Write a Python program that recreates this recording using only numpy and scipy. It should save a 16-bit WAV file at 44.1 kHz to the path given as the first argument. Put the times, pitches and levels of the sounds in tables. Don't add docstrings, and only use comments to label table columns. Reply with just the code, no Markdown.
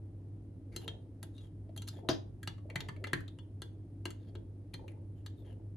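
import sys
import numpy as np
from scipy import signal
from scipy.fft import rfft, irfft
from scipy.io import wavfile

SR = 44100
rng = np.random.default_rng(int(sys.argv[2]) if len(sys.argv) > 2 else 0)


def unload_audio(sound):
    columns = np.transpose(np.atleast_2d(sound))
    steps = np.round(np.clip(columns, -1, 1) * 32767)
    wavfile.write(sys.argv[1], SR, steps.astype(np.int16))


N = 254016
TIME = np.arange(N) / SR
AGE = TIME[:SR // 2]


def from_db(db):
    return 10 ** (np.asarray(db) / 20)


def rms_one(x):
    return x / np.sqrt(np.mean(x ** 2) + 1e-20)


def onset_one(x):
    onset = x[:round(.012 * SR)]
    return x / np.sqrt(np.mean(onset ** 2) + 1e-20)


def at_hz(points, hz, axis=1):
    rows = np.array(points)
    return np.interp(np.log(np.maximum(hz, 1)), np.log(rows[:, 0]), rows[:, axis])


def dying(t60):
    return from_db(-60 * AGE / t60)


def mode(hz, t60):
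    tone = np.sin(2 * np.pi * hz * AGE) * dying(t60)
    return rng.choice([-1, 1]) * onset_one(tone)


def resonate(x, hz, width_hz):
    turn = np.exp(2j * np.pi * np.cumsum(hz * np.ones(len(x))) / SR)
    memory = np.exp(-np.pi * width_hz / SR)
    smoothed = signal.lfilter([1], [1, -memory], x / turn)
    return rms_one(np.real(turn * smoothed))


def band(x, low_hz, high_hz, order=2):
    sos = signal.butter(order, [low_hz, min(high_hz, SR / 2 - 1)], "band", fs=SR, output="sos")
    return signal.sosfilt(sos, x)


def coloured(x, spectrum):
    hz = np.fft.rfftfreq(x.shape[-1], 1 / SR)
    gain = from_db(at_hz(spectrum, hz)) * np.sqrt(SR / 2)
    return irfft(rfft(x) * gain, x.shape[-1])


def add(out, s, x):
    i = max(round(s * SR), 0)
    out[i:i + len(x)] += x[:max(N - i, 0)]


HUM_HZ, HUM_DB = 99.85, -48.5
# (frequency [Hz], level [dB per Hz])
ROOM_RUMBLE = [(20, -116), (32, -90), (50, -71.5), (75, -79), (95, -67.5), (116, -73), (135, -79.5),
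               (150, -77.5), (240, -83.5), (275, -75.5), (300, -79.5), (322, -77.5), (365, -87),
               (700, -103), (1000, -110)]
# (frequency [Hz], level [dB per Hz])
QUIET_HISS = [(300, -117), (1700, -119), (2500, -123), (6000, -130), (10000, -133), (12500, -134),
              (14000, -143), (16000, -150)]
# (frequency [Hz], width [Hz], level [dB])
HIGH_WHINE = [(8100, 80, -98), (8720, 150, -86.5), (9140, 160, -88.5)]


def background(rumble_side_db=-17, hiss_side_db=-1.0):
    hum = from_db(HUM_DB) * np.sqrt(2) * np.sin(2 * np.pi * HUM_HZ * TIME)
    below_1000_hz = signal.butter(4, 1000, fs=SR, output="sos")
    rumble = signal.sosfilt(below_1000_hz, coloured(rng.standard_normal((2, N)), ROOM_RUMBLE))
    hiss = coloured(rng.standard_normal((2, N)), QUIET_HISS)
    whine = np.zeros(N)
    for hz, width, db in HIGH_WHINE:
        noise = band(rng.standard_normal(N), hz - width / 2, hz + width / 2)
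        whine += from_db(db) * rms_one(noise)
    common = hum + rumble[0] + hiss[0]
    side = from_db(rumble_side_db) * rumble[1] + from_db(hiss_side_db) * hiss[1]
    return common + np.array([[1], [-1]]) * side + ports(whine)


def bubble(hz, cycles=26, rise=0.99):
    tone = np.sin(2 * np.pi * hz * AGE * (1 + rise * AGE))
    return tone * dying(cycles / hz) * (1 - np.exp(-AGE * hz))


# (time at its fastest [s], level [dB])
SPOON_SWEEPS = [(0.86, -61.5), (1.4, -78), (2.059, -57), (2.789, -59.5), (3.02, -60.5), (3.68, -77),
                (4.32, -69.5), (4.88, -65.5), (5.48, -70)]
SWEEP_RISE_S, SWEEP_FALL_S, SWIRL_DB = .1, .11, -77
# (time [s], level [dB], pitch [Hz])
AIR_GULPS = [(0.835, -49, 760), (0.94, -51, 750), (1.693, -54.5, 637), (1.988, -45, 800), (2.056, -62, 706),
             (2.655, -45, 560), (2.692, -47.5, 617), (4.794, -46, 881), (4.842, -50, 850)]


def liquid(low_hz=340, high_hz=950, slosh_db=3.0, gulp_db=-1.5, count=1300):
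    churn, gulps = np.zeros(N), np.zeros(N)
    for when, size, strength in rng.random((count, 3)):
        hz = low_hz * (high_hz / low_hz) ** size
        add(churn, when * N / SR, strength * low_hz / hz * bubble(hz))
    for s, db, hz in AIR_GULPS:
        add(gulps, s, from_db(db + gulp_db) * bubble(hz))
    flow = np.full(N, from_db(SWIRL_DB))
    for s, db in SPOON_SWEEPS:
        slope_s = np.where(TIME < s, SWEEP_RISE_S, SWEEP_FALL_S)
        flow += from_db(db) * np.exp(-((TIME - s) / slope_s) ** 2)
    return from_db(slosh_db) * flow * rms_one(churn) + gulps


# (start [s], length [s], level [dB], squeal pitch at start [Hz])
WALL_RUBS = [(0.713, 0.075, -62.5, 2240), (0.796, 0.063, -58.5, 3130), (1.004, .03, -81, 3260),
             (1.319, .18, -66.5, 3870), (1.894, 0.13, -65, 3750), (4.16, 0.17, -75.5, 3900),
             (4.27, .03, -72, 4640), (4.735, 0.01, -50.5, 2500), (4.888, 0.043, -68.5, 2164),
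             (5.147, 0.08, -78, 3170), (5.359, 0.08, -71.5, 3800), (5.433, 0.12, -68, 3300)]
# (frequency [Hz], width [Hz], level [dB])
RUB_RESONANCES = [(1228, 700, 1), (1750, 350, 2), (2640, 200, -7), (3500, 180, -2), (4630, 380, -2.5),
                  (6300, 430, -7.5), (6670, 200, -10.5), (7000, 130, -2), (8140, 260, 0), (9780, 330, 1.5),
                  (11040, 350, -1.5), (13270, 500, -1.5)]
SQUEAL_DB, SQUEAL_WIDTH_HZ, SQUEAL_SAG_OCTAVES_PER_S = -7.5, 140, 1.976


def rubs(slips_per_s=850, grit_db=-7.0, scatter_db=6.0):
    out = np.zeros(N)
    for start, length, db, first_hz in WALL_RUBS:
        n = max(round(length * SR), SR // 100)
        slips = rng.random(n) < slips_per_s / SR
        grit = np.zeros(n)
        for hz, width, mode_db in RUB_RESONANCES:
            gain = from_db(mode_db + scatter_db * rng.standard_normal())
            grit += gain * resonate(slips * rng.standard_normal(n), hz, width)
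        squeal_hz = first_hz * 2 ** (-SQUEAL_SAG_OCTAVES_PER_S * TIME[:n])
        squeal = resonate(slips * rng.standard_normal(n), squeal_hz, SQUEAL_WIDTH_HZ)
        rub = from_db(grit_db) * rms_one(grit) + from_db(SQUEAL_DB) * squeal
        add(out, start, from_db(db) * rub * signal.windows.tukey(n, .5))
    return out


# (frequency [Hz], level [dB])
CLACK_SHARES = [(735, -4), (1730, -2.5), (3540, -3), (6900, 0), (12100, -2.5)]
PIVOT_HZ = 3000


def clack_level(db, brightness, hz):
    return db + at_hz(CLACK_SHARES, hz) + brightness * np.log2(hz / PIVOT_HZ)


# (time [s], clack level [dB], brightness [dB per octave], contact pitch [Hz],
# contact level [dB], free ring [dB]); the free ring is low when the spoon stays pressed on
CLINK_EVENTS = [(0.7625, -46.5, 3.1, 4130, -48.5, 2.5), (0.8788, -50, -1.3, 3210, -41.5, 4.5),
                (1.229, -51.5, 0.9, 10900, -48, -2.5), (1.3804, -72, -1, 3824, -62.5, 8.5),
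                (1.6925, -78.5, -4, 640, -53.5, -9), (1.7633, -59, 0, 10900, -55, 0),
                (1.7754, -57.5, 5, 3230, -51, 3), (1.8201, -56, 1.5, 4000, -56, 0.5),
                (1.8728, -64.5, 1, 4770, -60, -8), (1.8773, -55, 2.5, 4530, -64, -1),
                (1.885, -51.5, 3.5, 4910, -47.5, -3), (2.088, -35.5, -4, 3540, -31, -14.5),
                (2.1019, -54, -8, 5050, -47, -5), (2.128, -64, -5.5, 5300, -60, -8),
                (2.4303, -56.5, 4, 1673, -50.5, -7.5), (2.4744, -43.5, -1.9, 4500, -48, 0.5),
                (2.5809, -72.5, -5.5, 1120, -67, 4), (2.7006, -57.5, -3, 2245, -48, -6),
                (2.7571, -41, -1.6, 2016, -33.5, -8.5), (2.8053, -49, 0, 3330, -40, -16),
                (2.886, -52, -3, 1762, -43, 1), (2.8899, -53, -3.5, 1144, -46, -0.5),
                (2.9633, -68.5, -2, 2240, -62.5, -1.5), (3.0409, -48, -2, 2010, -39, -9.5),
                (3.0703, -52.5, -2.7, 3410, -56.5, 5.5), (3.132, -36.5, -1.5, 1890, -29.5, -13),
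                (3.2056, -71.5, 6.5, 1530, -55.5, 3), (3.28, -64, -0.3, 3620, -55.5, -0.5),
                (3.3871, -67.5, -4.5, 3144, -69, 11), (3.6193, -49.5, 0, 3296, -57.5, 4.5),
                (4.0547, -42.5, -1.5, 1810, -47.5, -3), (4.1047, -55, 1.3, 7340, -56.5, 0),
                (4.3526, -62, -4, 3320, -58.5, 2), (4.74, -52.5, -0.7, 4175, -52, 1),
                (4.880, -63, 0, 2260, -52.5, -15.5), (5.262, -54, 0, 3815, -54.5, -3)]
BAND_BORDERS = [450, 1200, 2500, 5000, 9500, 15500]
# (frequency [Hz], level [dB])
BODY_TONE = [(700, -4.5), (950, -2), (1900, 3.5), (2400, -4), (3100, 6.5), (3800, 6), (4450, 7.5),
             (5400, -17), (6500, -3), (7300, 0), (8100, 4.5), (8800, 1), (11000, -7), (12200, -8.5),
             (13500, -5)]
# (frequency [Hz], level relative to the clack around that pitch [dB], t60 [s])
MUG_MODES = [(928, -11.5, 0.18), (1650, -15.5, 0.043), (1790, -21.5, 0.19), (2865, -3.5, 0.075),
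             (3150, -9.5, 0.17), (3410, -6.5, 0.12), (4350, -24.5, .11), (4450, -15, 0.1146),
             (5220, -16.5, 0.074), (6080, -11, 0.06), (6340, -14, 0.075), (7340, -5.5, 0.032),
             (8360, -15.5, 0.043), (9390, -2, 0.013), (10300, -29.5, 0.12), (11080, -8.5, 0.044),
             (13400, -20, 0.084)]
CONTACT_T60_S, CONTACT_WIDTH_OCTAVES = 0.063, 0.45


def clinks(clack_t60=0.025, crack_t60=0.0022, crack_db=-2.5, clack_db=-5.5, contact_db=-6.0,
           pitch_db=-6.5, pitch_follows=0.42, decay_follows=0.706, ring_db=-8.5,
           scatter_db=4.0, detune=0.009, bite_s=0.00011):
    out, edges = np.zeros(N), np.array(BAND_BORDERS)
    bite = 1 - np.exp(-AGE / bite_s)
    shape = (dying(clack_t60) + from_db(crack_db) * dying(crack_t60)) * bite
    spread = 2 ** (CONTACT_WIDTH_OCTAVES / 2)
    for s, db, brightness, hz, level_db, free_db in CLINK_EVENTS:
        clack = coloured(rng.standard_normal(len(AGE)), BODY_TONE) * shape + 1e-18
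        for k, (low, high) in enumerate(zip(edges, edges[1:])):
            band_db = clack_level(db, brightness, np.sqrt(low * high))
            part = onset_one(band(clack, low, high, order=3))
            add(out, s, (-1) ** k * from_db(band_db + clack_db) * part)
        knock = band(rng.standard_normal(len(AGE)) * shape + 1e-18, hz / spread, hz * spread)
        add(out, s, from_db(level_db + contact_db) * onset_one(knock))
        tone = mode(hz, CONTACT_T60_S * from_db(decay_follows * free_db))
        add(out, s, from_db(level_db + pitch_db + pitch_follows * free_db) * tone)
        for mode_hz, mode_db, mode_t60 in MUG_MODES:
            drive_db = clack_level(db, brightness, mode_hz) + scatter_db * rng.standard_normal()
            loaded_hz = mode_hz * (1 + detune * rng.standard_normal())
            ring = mode(loaded_hz, mode_t60)
            add(out, s, from_db(drive_db + mode_db + free_db + ring_db) * ring)
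    return out


# (time [s], level [dB], frequency around which it thumps [Hz])
MUG_JOLTS = [(0.765, -42, 268), (0.880, -43.5, 165), (1.229, -52.5, 585), (1.765, -53, 613),
             (2.09, -31.5, 670), (2.0919, -23, 270), (2.476, -39.5, 170), (2.759, -33.5, 150),
             (2.888, -38.5, 140), (3.043, -44.5, 300), (3.134, -30, 200), (3.62, -50, 329),
             (4.057, -38.5, 345), (4.355, -44, 329), (4.742, -42.5, 179)]
# (frequency [Hz], level [dB], t60 [s])
WORKTOP_MODES = [(133.4, -1.5, .25), (161.5, -2, 0.1), (232.2, -4, 0.058), (275, -2, 0.11),
                 (320.5, -3, 0.089), (339.6, 1, .07), (455, -10.5, 0.094), (570, -18, 0.08),
                 (666, -10, 0.088), (801, -8, .1)]


def jolts(rise_s=0.0013, thud_db=-3.5, fall_db_per_octave=12.0):
    out = np.zeros(N)
    for s, db, centre_hz in MUG_JOLTS:
        thud = np.zeros(len(AGE))
        for hz, mode_db, t60 in WORKTOP_MODES:
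            gain = from_db(mode_db - fall_db_per_octave * abs(np.log2(hz / centre_hz)))
            thud += gain * np.sin(2 * np.pi * hz * AGE) * dying(t60)
        thud = thud * (1 - np.exp(-AGE / rise_s))
        add(out, s, from_db(db + thud_db) * onset_one(thud))
    return out


# (start [s], level [dB], t60 [s])
CHATTER_BURST = (2.091, -37.5, 0.15)
# (frequency [Hz], width [Hz], level [dB])
CHATTER_RESONANCES = [(626, 30, 7), (942, 77, -8.5), (1205, 161, -10), (1530, 240, -2), (2400, 900, -11),
                      (3350, 350, 3.5), (4530, 330, -8.5), (4900, 260, 6), (5830, 280, -4.5),
                      (5930, 400, 2), (7706, 660, -19.5), (12820, 1350, -30)]


def chatter(touches_per_s=2500):
    start, db, t60 = CHATTER_BURST
    touches = (rng.random(len(AGE)) < touches_per_s / SR) * dying(t60)
    rattle = np.zeros(len(AGE))
    for hz, width, mode_db in CHATTER_RESONANCES:
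        bounces = touches * rng.standard_normal(len(AGE))
        rattle += from_db(mode_db) * resonate(bounces, hz, width)
    out = np.zeros(N)
    add(out, start, from_db(db) * onset_one(rattle))
    return out


def near_echoes(x, level_db=-1.5):
    taps = rng.standard_normal((2, len(AGE))) * dying(.045) * (1 - np.exp(-AGE / .001))
    response = band(taps / np.sqrt(np.sum(taps ** 2) / 2), 800, 6300, order=3)
    return from_db(level_db) * signal.fftconvolve(x[None], response, axes=1)[:, :N]


# (frequency [Hz], t60 [s], level [dB], share that differs between the ports [0 to 1])
KITCHEN_ECHO = [(100, .4, -6.5, .03), (400, 0.35, -2.5, 0.87), (1490, 0.27, -7.5, 0.547),
                (4370, 0.29, -9.5, 0.47), (8380, 0.23, -15, 0.034), (15000, 0.16, -15.5, .08)]


def kitchen(x, first_echo_s=.01):
    response, edges = 0, [70, 200, 500, 1100, 2400, 4200, 7200, 11000, 17000]
    for low, high in zip(edges, edges[1:]):
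        hz = np.sqrt(low * high)
        fade = dying(at_hz(KITCHEN_ECHO, hz)) * (AGE > first_echo_s)
        tail = rng.standard_normal((2, len(AGE))) * fade
        mid, side = band(tail / np.sqrt(np.sum(tail ** 2) / 2), low, high, order=3)
        apart = np.clip(at_hz(KITCHEN_ECHO, hz, axis=3), 0, 1)
        stereo = np.sqrt(1 - apart) * mid + np.sqrt(apart) * side * [[1], [-1]]
        response = response + from_db(at_hz(KITCHEN_ECHO, hz, axis=2)) * stereo
    return signal.fftconvolve(x[None], response, axes=1)[:, :N]


# (frequency [Hz], phase [radians])
PORT_LEAD = [(0, 0), (1800, .05), (3000, .4), (5000, .5), (6700, -.7), (7800, -2.9), (8700, -3.4),
             (9600, -4.3), (10700, -6.1), (12200, -6.4), (13200, -7.6), (13900, -9.3), (16000, -9.4)]
# (frequency [Hz], left minus right level [dB])
PORT_LEAN = [(100, 0), (250, 2), (550, -.5), (1100, 3), (2200, 6), (4200, 4.5), (7000, 1), (9000, 0)]


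def ports(near, diffuse=0):
    hz = np.fft.rfftfreq(N, 1 / SR)
    lean = from_db(at_hz(PORT_LEAN, hz) / 2 * np.array([[1], [-1]]))
    lag = np.exp(-1j * np.interp(hz, *np.transpose(PORT_LEAD)) * np.array([[-.5], [.5]]))
    both = rfft(near) * lean + rfft(diffuse + np.zeros((2, N)))
    return irfft(both * lag, N)


def scene(mug_db=-0.78):
    mug = from_db(mug_db) * (liquid() + rubs() + clinks() + jolts() + chatter())
    return background() + ports(mug, near_echoes(mug) + kitchen(mug))


CUTOFF_HZ = 16000


def record(dry):
    soft = signal.sosfilt(signal.butter(1, 15500, fs=SR, output="sos"), dry)
    return signal.sosfilt(signal.ellip(10, .1, 80, CUTOFF_HZ, fs=SR, output="sos"), soft)


dry = scene()
out = record(dry)
unload_audio(out)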